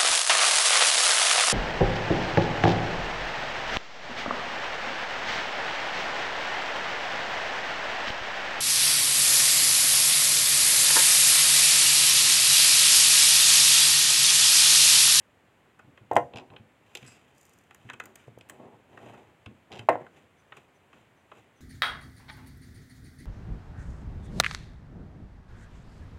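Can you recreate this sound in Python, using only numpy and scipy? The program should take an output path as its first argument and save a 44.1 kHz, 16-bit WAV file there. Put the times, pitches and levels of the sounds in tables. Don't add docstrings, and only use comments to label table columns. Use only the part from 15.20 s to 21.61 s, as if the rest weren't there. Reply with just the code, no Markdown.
import sys
import numpy as np
from scipy import signal
from scipy.fft import rfft, irfft
from scipy.io import wavfile
from scipy.ndimage import uniform_filter1d

SR = 44100
rng = np.random.default_rng(int(sys.argv[2]) if len(sys.argv) > 2 else 0)


def generate_wav(signal):
    frames = np.transpose(np.atleast_2d(signal))
    scaled = np.clip(frames, -1, 1) * 32767
    pcm = np.round(scaled).astype(np.int16)
    wavfile.write(sys.argv[1], SR, pcm)


N = 282542
TIME = np.arange(N) / SR


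def amp(db):
    return 10 ** (np.asarray(db) / 20)


def rms_one(x, count=None):
    return x / np.sqrt(np.mean(x[:count] ** 2) + 1e-20)


def at_hz(points, hz):
    f, value = np.transpose(points)
    return np.interp(np.log(np.maximum(hz, 1)), np.log(f), value)


def add(out, s, x):
    i = int(s * SR)
    out[i:i + len(x)] += x[:N - i]


def band(x, low_hz, high_hz, order=2):
    sos = signal.butter(order, [low_hz, min(high_hz, .45 * SR)], "band", fs=SR, output="sos")
    return signal.sosfilt(sos, x)


def resonate(x, resonances):
    out = 0
    for k, (hz, width, db) in enumerate(resonances):
        r = np.exp(-np.pi * width / SR)
        zeros = [(1 - r * r) / 2, 0, (r * r - 1) / 2]
        poles = [1, -2 * r * np.cos(2 * np.pi * hz / SR), r * r]
        out = out + (-1) ** k * amp(db) * signal.lfilter(zeros, poles, x)
    return out


# frequency in Hz, width in Hz, relative level in dB.
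CASE_RESONANCES = [(240, 190, -8), (374, 140, 0.5), (539.5, 140, 0), (770, 170, -0.5), (996, 260, -6.5)]
FORK_RESONANCES = [(1059, 180, -4), (1347, 130, -2), (1494, 150, 0.5), (1976, 280, -3)]
GEAR_RESONANCES = [(2280, 180, -5), (2594, 145, 2.5), (3105, 220, -2.5), (3646, 260, -8.5),
                   (4083, 200, -13)]
TOOTH_RESONANCES = [(4880, 420, -2.5), (6040, 300, 0.5), (7014, 380, 3), (8130, 400, -1.5),
                    (9100, 500, -5.5), (11400, 470, -6.5), (13600, 480, -11.5), (15200, 290, -13.5)]


def part(x, resonances, skirt=1.34):
    return band(resonate(x, resonances), resonances[0][0] / skirt, resonances[-1][0] * skirt)


def tilted(resonances, slope_db):
    return [(hz, width, db + slope_db * np.log2(hz / resonances[0][0])) for hz, width, db in resonances]


def ring(modes, scatter_db=-0.2):
    t = TIME[:SR // 2]
    hz, db, t60 = np.transpose(modes)[:, :, None]
    t60 = np.clip(t60, .03, .4)
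    strength = amp(db + scatter_db * rng.standard_normal(hz.shape))
    phase_turns = rng.random(hz.shape)
    decaying_modes = strength * amp(-60 * t / t60) * np.sin(2 * np.pi * (hz * t + phase_turns))
    return np.sum(decaying_modes, axis=0)


def contact(rise_s, chatter_db, chatter_s):
    t = TIME[:SR // 8]
    rush = (t / rise_s * np.exp(1 - t / rise_s)) ** 2
    chatter = amp(chatter_db) * np.exp(-t / chatter_s) * (1 - np.exp(-t / rise_s))
    return rng.standard_normal(len(t)) * (rush + chatter)


def swell(start, peak, end, curve=1.33):
    return np.interp(TIME, [start, peak, end], [0, 1, 0]) ** curve


# frequency in Hz, relative density in dB per Hz.
AIR_SPECTRUM = [(24, -28), (45, -16), (91, -4), (297, -9.5), (600, -10.5), (831, -12.5), (1300, -16),
                (2100, -16.5), (3000, -21), (4200, -32), (5600, -37.5), (7360, -32), (9800, -39),
                (11400, -38), (12400, -44), (13500, -40.5), (16000, -43)]
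AIR_DB = -62.5


def air():
    hz = np.arange(N // 2 + 1) * SR / N
    spectrum = rfft(rng.standard_normal(N)) * amp(at_hz(AIR_SPECTRUM, hz))
    return amp(AIR_DB) * rms_one(irfft(spectrum, N))


# frequency in Hz, t60 in seconds.
WORKSHOP_T60 = [(100, 0.36), (400, 0.22), (1000, 0.2), (3000, 0.13), (8000, 0.5), (15000, 0.2)]
# frequency in Hz, reverberation against direct sound in dB.
WORKSHOP_DB = [(100, -8.5), (400, -7), (1000, -8.5), (3000, -12.5), (6000, -16), (15000, -16)]


def workshop(x, build_s=0.005):
    t, response = TIME[:SR // 2], 0
    edges = np.geomspace(60, 16000, 9)
    for low, high in zip(edges, edges[1:]):
        hz = np.sqrt(low * high)
        t60 = np.clip(at_hz(WORKSHOP_T60, hz), .08, .5)
        envelope = amp(-60 * t / t60) * (1 - np.exp(-t / build_s))
        tail = band(rng.standard_normal(len(t)), low, high) * envelope
        share = np.sqrt(2 * (high - low) / SR / len(t))
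        response = response + amp(at_hz(WORKSHOP_DB, hz)) * rms_one(tail) * share
    return signal.fftconvolve(x, response)[:N]


# start in seconds, level in dB.
NUDGES = [(0.645, -49.5), (0.675, -47.5), (0.812, -48), (0.916, -40.5), (0.965, -33), (1.148, -42.5),
          (1.301, -49), (1.395, -46.5), (1.824, -43.5), (2.649, -45.5), (2.733, -49.5), (3.074, -47),
          (3.168, -48), (4.264, -38), (4.52, -49), (4.591, -42)]
# frequency in Hz, width in Hz, relative level in dB.
RUMBLE_RESONANCES = [(103, 24, 1), (169, 79, -1), (250, 320, -5.5)]
BUMP_HZ, BUMP_SCATTER = 106, 0.092
SHUDDER_DB, SHUDDER_T60_S = -5, 0.28


def bumps(t60=0.1, rise_s=0.0022):
    out, t = np.zeros(N), TIME[:SR // 4]
    for s, db in NUDGES:
        hz = BUMP_HZ * np.exp(BUMP_SCATTER * rng.standard_normal())
        rock = np.sqrt(2) * amp(-60 * t / t60) * np.sin(2 * np.pi * hz * t)
        rumble = rms_one(part(rng.standard_normal(len(t)), RUMBLE_RESONANCES))
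        shudder = amp(SHUDDER_DB - 60 * t / SHUDDER_T60_S) * rumble
        add(out, s, amp(db) * (1 - np.exp(-t / rise_s)) * (rock + shudder))
    return out


# start in seconds, peak in seconds, end in seconds.
FORK_GLIDE = (2.14, 2.186, 2.51)
GLIDE_HISS_DB, GLIDE_TICK_DB, GLIDE_TICKS_PER_S = -71.5, -63.5, 41


def glide(tilt_db=4, uneven_db=3):
    start, peak, end = FORK_GLIDE
    ticks = np.zeros(N)
    for s in np.arange(start, end, 1 / GLIDE_TICKS_PER_S):
        tick = rms_one(part(contact(0.0012, -6.0, .005), tilted(TOOTH_RESONANCES, tilt_db)), count=353)
        late_s = rng.random() / GLIDE_TICKS_PER_S
        add(ticks, s + late_s, amp(GLIDE_TICK_DB + uneven_db * rng.standard_normal()) * tick)
    hiss = amp(GLIDE_HISS_DB) * rms_one(part(rng.standard_normal(N), TOOTH_RESONANCES))
    return swell(start, peak, end, curve=0.94) * (hiss + ticks)


# start in seconds, length in seconds, level in dB.
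SQUEAK_TIMES = [(5.163, 0.066, -75), (5.265, .042, -85), (5.533, 0.056, -78.5), (5.951, 0.074, -83),
                (6.352, 0.054, -75)]
# frequency in Hz, width in Hz, relative level in dB.
SQUEAK_RESONANCES = [(3470, 63, -2.5), (6100, 100, -1), (9177, 280, -11.5)]


def squeaks(fade_s=0.016):
    level = 0
    for s, length, db in SQUEAK_TIMES:
        edge_distance_s = np.minimum(TIME - s, s + length - TIME)
        level = level + amp(db) * np.clip(edge_distance_s / fade_s, 0, 1)
    return level * rms_one(part(rng.standard_normal(N), SQUEAK_RESONANCES))


# start in seconds, level in dB.
PLUCKS = [(1.863, -60), (1.876, -56), (1.921, -64.5)]
# frequency in Hz, relative level in dB, t60 in seconds.
SPRING_RING = [(1834, -7, 0.38), (2860, -6, 0.23), (5000, -8, 0.27), (6651, -5, 0.22), (7600, 1, .2),
               (8380, -2, 0.13), (7940, 4, 0.1), (8400, -10, .12), (10124, -5, 0.13), (10340, -10, 0.14)]


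def spring(buzz_db=-6):
    out = np.zeros(N)
    for s, db in PLUCKS:
        add(out, s, amp(db) * rms_one(ring(SPRING_RING), count=880))
        buzz = part(contact(.001, -8, 0.051), tilted(TOOTH_RESONANCES, -32))
        add(out, s, amp(db + buzz_db) * rms_one(buzz, count=880))
    return out


SPIN_S, TURN_S = 4.975, 0.401


def turns():
    return SPIN_S + TURN_S * np.arange(4)


def friction(grains_per_s, spread_db, smooth, judder_db, judder_s):
    sizes = amp(spread_db * np.minimum(rng.exponential(1, N), 4)) * rng.choice([-1, 1], N)
    catches = rms_one(sizes * (rng.random(N) < grains_per_s / SR))
    force = catches + smooth * rng.standard_normal(N)
    pressure = rms_one(uniform_filter1d(rng.standard_normal(N), int(judder_s * SR)))
    return force * amp(judder_db * pressure)


# start in seconds, peak in seconds, end in seconds,
# case level in dB, steel rasp level in dB, place from 0 on the fork to 1 on a gear.
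PUSHES = [(0.906, 0.945, 1.08, -39.5, -75, .5), (1.104, 1.158, 1.31, -46, -73, 0.43),
          (1.271, 1.342, 1.41, -51, -75, .7), (1.6, 1.73, 2.7, -67.5, -66, .8),
          (1.763, 1.88, 2.04, -73, -61, 0.54), (2.48, 2.666, 2.83, -68.5, -67, 0.78),
          (2.8, 2.86, 3, -57, -63, 0.28), (2.943, 2.997, 3.14, -71.5, -61, 0.44),
          (3.231, 3.335, 3.48, -54, -67, .6), (3.392, 3.401, 3.673, -49, -66, 0.32),
          (3.625, 3.84, 4.19, -51, -59, 0.47), (4.497, 4.526, 4.69, -48, -58.5, 0.45),
          (4.704, 4.731, 4.77, -37, -44.5, 0.019), (4.76, 4.814, 4.88, -45.5, -54.5, 0.051)]
SWISH_RISE_S, SWISH_FALL_S, SWISH_CASE_DB, SWISH_RASP_DB, SWISH_PLACE = 0.096, 0.11, -62, -64, 0.63
USUAL_SLIDE_DB, RUMBLE_DB, RUMBLE_FOLLOWS = -49, -54.5, 0.68
HISS_DB, HISS_FOLLOWS = -8.5, 0.17


def slides():
    force = friction(900, 2.8, 0.74, judder_db=1.9, judder_s=0.015)
    bodies = (RUMBLE_RESONANCES, CASE_RESONANCES, FORK_RESONANCES, GEAR_RESONANCES, TOOTH_RESONANCES)
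    voices = np.array([rms_one(part(force, body)) for body in bodies])
    swishes = [(s - SWISH_RISE_S, s, s + SWISH_FALL_S, SWISH_CASE_DB, SWISH_RASP_DB, SWISH_PLACE)
               for s in turns()]
    out = np.zeros(N)
    for start, peak, end, case_db, rasp_db, place in PUSHES + swishes:
        gear_share = np.clip(place, 0, 1)
        rumble_db = min(case_db, RUMBLE_DB + RUMBLE_FOLLOWS * (case_db - USUAL_SLIDE_DB))
        hiss_db = rasp_db + HISS_DB + HISS_FOLLOWS * (rasp_db - case_db)
        shares = np.sqrt([1, 1, 1 - gear_share, gear_share, gear_share])
        gains = amp([rumble_db, case_db, rasp_db, rasp_db, hiss_db]) * shares
        out += swell(start, peak, end) * (gains @ voices)
    return out


USUAL_CLICK_DB, CLICK_CASE_DB, CASE_FOLLOWS, GEAR_CASE_DB = -46, -55.5, .8, 1


def click(db, place, sharpness_db, rise_s, tilt_db, snap_share=.8, dulling_db=5, usual_rise_s=0.0012):
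    lean_db = -dulling_db * np.log2(rise_s / usual_rise_s)
    gear_share = np.clip(place, 0, 1)
    case_db = CLICK_CASE_DB + CASE_FOLLOWS * (db - USUAL_CLICK_DB) + GEAR_CASE_DB * gear_share
    case = part(contact(rise_s, -7, 0.0097), CASE_RESONANCES)
    fork = part(contact(rise_s, -1.5, 0.0065), tilted(FORK_RESONANCES, lean_db))
    gear = part(contact(rise_s, -1, .0055), tilted(GEAR_RESONANCES, lean_db))
    snap = part(contact(snap_share * rise_s, 0.0, 0.0041), tilted(TOOTH_RESONANCES, tilt_db))
    sounds = [(amp(case_db), case),
              (amp(db) * np.sqrt(1 - gear_share), fork),
              (amp(db) * np.sqrt(gear_share), gear),
              (amp(db + sharpness_db), snap)]
    return sum(gain * rms_one(sound, count=353) for gain, sound in sounds)


# first tooth in seconds, end in seconds,
# seconds per tooth, level in dB, time at full strength in seconds, then fading in dB per second.
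TOOTH_RUNS = [(1.158, 1.212, .0124, -42.5, 0.019, 618), (4.5177, 4.588, .0086, -48.5, .008, 139.5)]
TOOTH_PLACE, TOOTH_SHARPNESS_DB, TOOTH_RISE_S = .9, -11.5, 0.0007
TOOTH_TILT_DB = -23.5


def ratchets(uneven_db=2.0, stumble_s=.0012):
    out = np.zeros(N)
    for start, end, tooth_s, db, hold_s, fade_db_per_s in TOOTH_RUNS:
        for t in np.arange(0, end - start, tooth_s):
            late_s = stumble_s * rng.standard_normal() * (t > hold_s)
            level_db = db - fade_db_per_s * max(t - hold_s, 0) + uneven_db * rng.standard_normal()
            tooth = click(level_db, TOOTH_PLACE, TOOTH_SHARPNESS_DB, TOOTH_RISE_S, TOOTH_TILT_DB)
            add(out, start + t + late_s, tooth)
    return out


# start in seconds, level in dB, place from 0 on the fork to 1 on a gear,
# sharpness as snap against the ring in dB, rise of the contact in seconds.
CONTACTS = [(0.589, -54, 0.12, -16.5, 0.0055), (0.7743, -52.5, 0.32, -22, 0.0014),
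            (0.932, -56.5, 0.37, -1, 0.0009), (0.9546, -50, 0.82, -1, 0.0018),
            (1.1354, -49, 0.87, -27, 0.0012), (1.3, -57.5, 0.62, -26, 0.0015),
            (1.335, -60, 0.65, -25, 0.0012), (1.362, -47, 0.83, -28.5, .002),
            (1.751, -37.5, 0.9, -7, 0.0004), (1.7703, -46.5, 0.97, -4, 0.00056),
            (1.826, -52, 0.86, -13, 0.0024), (2.5072, -52, 0.32, -17, .002),
            (2.545, -57.5, 0.2, 0.5, 0.0016), (2.6883, -47.5, 0.28, -28, .0012),
            (2.698, -38.5, 0.32, -17, 0.0015), (2.731, -47.5, 0.54, -11, 0.0047),
            (2.7986, -35, 0.22, -16.5, 0.0013), (2.837, -63, .5, 2, .0013), (2.855, -54.5, 0.3, 2, 0.0019),
            (2.9546, -54, 0.58, 2.5, 0.0026), (3.185, -64.5, 0.36, 0, 0.0022),
            (3.2093, -52, 0.94, -12.5, 0.0011), (3.288, -60, 0.22, -3, 0.0014),
            (3.2965, -45, 0.18, -2.5, 0.00086), (3.773, -46.5, 0.073, -26, 0.0025),
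            (3.94, -54, 0.055, -19.5, 0.0019), (4.2588, -45.5, 0.74, -19, 0.0026),
            (4.591, -42.5, 0.76, -12.5, .0015), (4.864, -50, 0.046, -29, .0014),
            (5.3198, -44.5, 0.29, -36.5, 0.0029), (5.366, -51, .55, -11, 0.0047),
            (5.728, -53.5, 0.27, -22.5, 0.0027), (6.113, -48.5, 0.099, -29, 0.0047)]
SNAP_TILT_DB, GEAR_TILT_DB, TILT_PER_SHARPNESS = 12, -14, .6


def clicks():
    out = np.zeros(N)
    for s, db, place, sharpness_db, rise_s in CONTACTS:
        tilt_db = SNAP_TILT_DB + GEAR_TILT_DB * place + TILT_PER_SHARPNESS * sharpness_db
        add(out, s, click(db, place, sharpness_db, rise_s, tilt_db))
    return out


def thud(hz, width_hz, order=5):
    swing = signal.unit_impulse(SR // 2)
    for _ in range(order):
        swing = resonate(swing, [(hz, width_hz, 0)])
    return rms_one(swing, count=176)


def dulled(modes, slope_db, corner_hz=700):
    return [(hz, db + slope_db * max(np.log2(hz / corner_hz), 0), t60) for hz, db, t60 in modes]


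# start in seconds, case level in dB, steel clank level
# in dB, crack level in dB, thud frequency in Hz, width in Hz of each resonance in the thud's cascade,
# case ringing against the thud in dB.
BLOWS = [(0.9121, -19, -45.5, -56.5, 790, 413, -6), (0.964, -9.5, -23.5, -38, 678, 620, -9),
         (3.08, -45.5, -72.5, -83, 347, 680, -18.5), (3.1753, -44, -72, -89, 340, 670, -22),
         (4.6873, -9.5, -24, -43, 650, 683, -9.5), (4.7545, -26, -48, -76, 680, 689, -10)]
# frequency in Hz, relative level in dB, t60 in seconds.
CASE_RING = [(103, -26.5, 0.3), (152, -27, 0.2), (263, -16, 0.14), (316, -11, 0.15), (389.6, -6.5, 0.093),
             (484, -6.5, 0.19), (537, -2.5, 0.11), (577.4, -6, 0.13), (641, -5.5, 0.13), (703, -3, 0.2),
             (824, -5, 0.095), (923, -1.5, 0.082), (1010, -3, 0.048), (1060, -8.5, 0.13), (1329, -17, 0.1),
             (1402, -19, 0.097), (1550, -17, 0.11), (1697, -17.5, 0.065), (1823, -17, 0.1),
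             (1870, -18.5, 0.13), (2063, -21.5, 0.14), (2450, -27, 0.14), (2833, -30, 0.12)]
HARD_CLANK_DB, SOFT_DULLING = -17, 0.22


def clunks(ring_rise_s=0.0014):
    out, t = np.zeros(N), TIME[:SR // 2]
    for s, case_db, clank_db, crack_db, thud_hz, thud_width_hz, ring_db in BLOWS:
        modes = dulled(CASE_RING, SOFT_DULLING * (clank_db - case_db - HARD_CLANK_DB))
        body = rms_one(ring(modes), count=880) * (1 - np.exp(-t / ring_rise_s))
        add(out, s, amp(case_db) * (thud(thud_hz, thud_width_hz) + amp(ring_db) * body))
        force = contact(0.0005, -12.5, 0.0092)
        fork = rms_one(part(force, FORK_RESONANCES))
        gear = rms_one(part(force, GEAR_RESONANCES))
        clank = fork + amp(-6.5) * gear
        add(out, s + .0006, amp(clank_db) * rms_one(clank, count=176))
        crack = part(contact(0.00098, -19, 0.015), TOOTH_RESONANCES)
        add(out, s + 0.0019, amp(crack_db) * rms_one(crack, count=176))
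    return out


def scene(clunk_room_db=-4):
    heavy = clunks()
    light = bumps() + glide() + squeaks() + spring() + slides() + ratchets() + clicks()
    reverberant = workshop(amp(clunk_room_db) * heavy + light)
    return (air() + reverberant + light + heavy)[None]


def record(dry):
    bass_cut = signal.butter(2, 50, "high", fs=SR, output="sos")
    top_cut = signal.ellip(10, .2, 70, 15900, fs=SR, output="sos")
    return signal.sosfilt(top_cut, signal.sosfilt(bass_cut, dry))


dry = scene()
out = record(dry)
generate_wav(out)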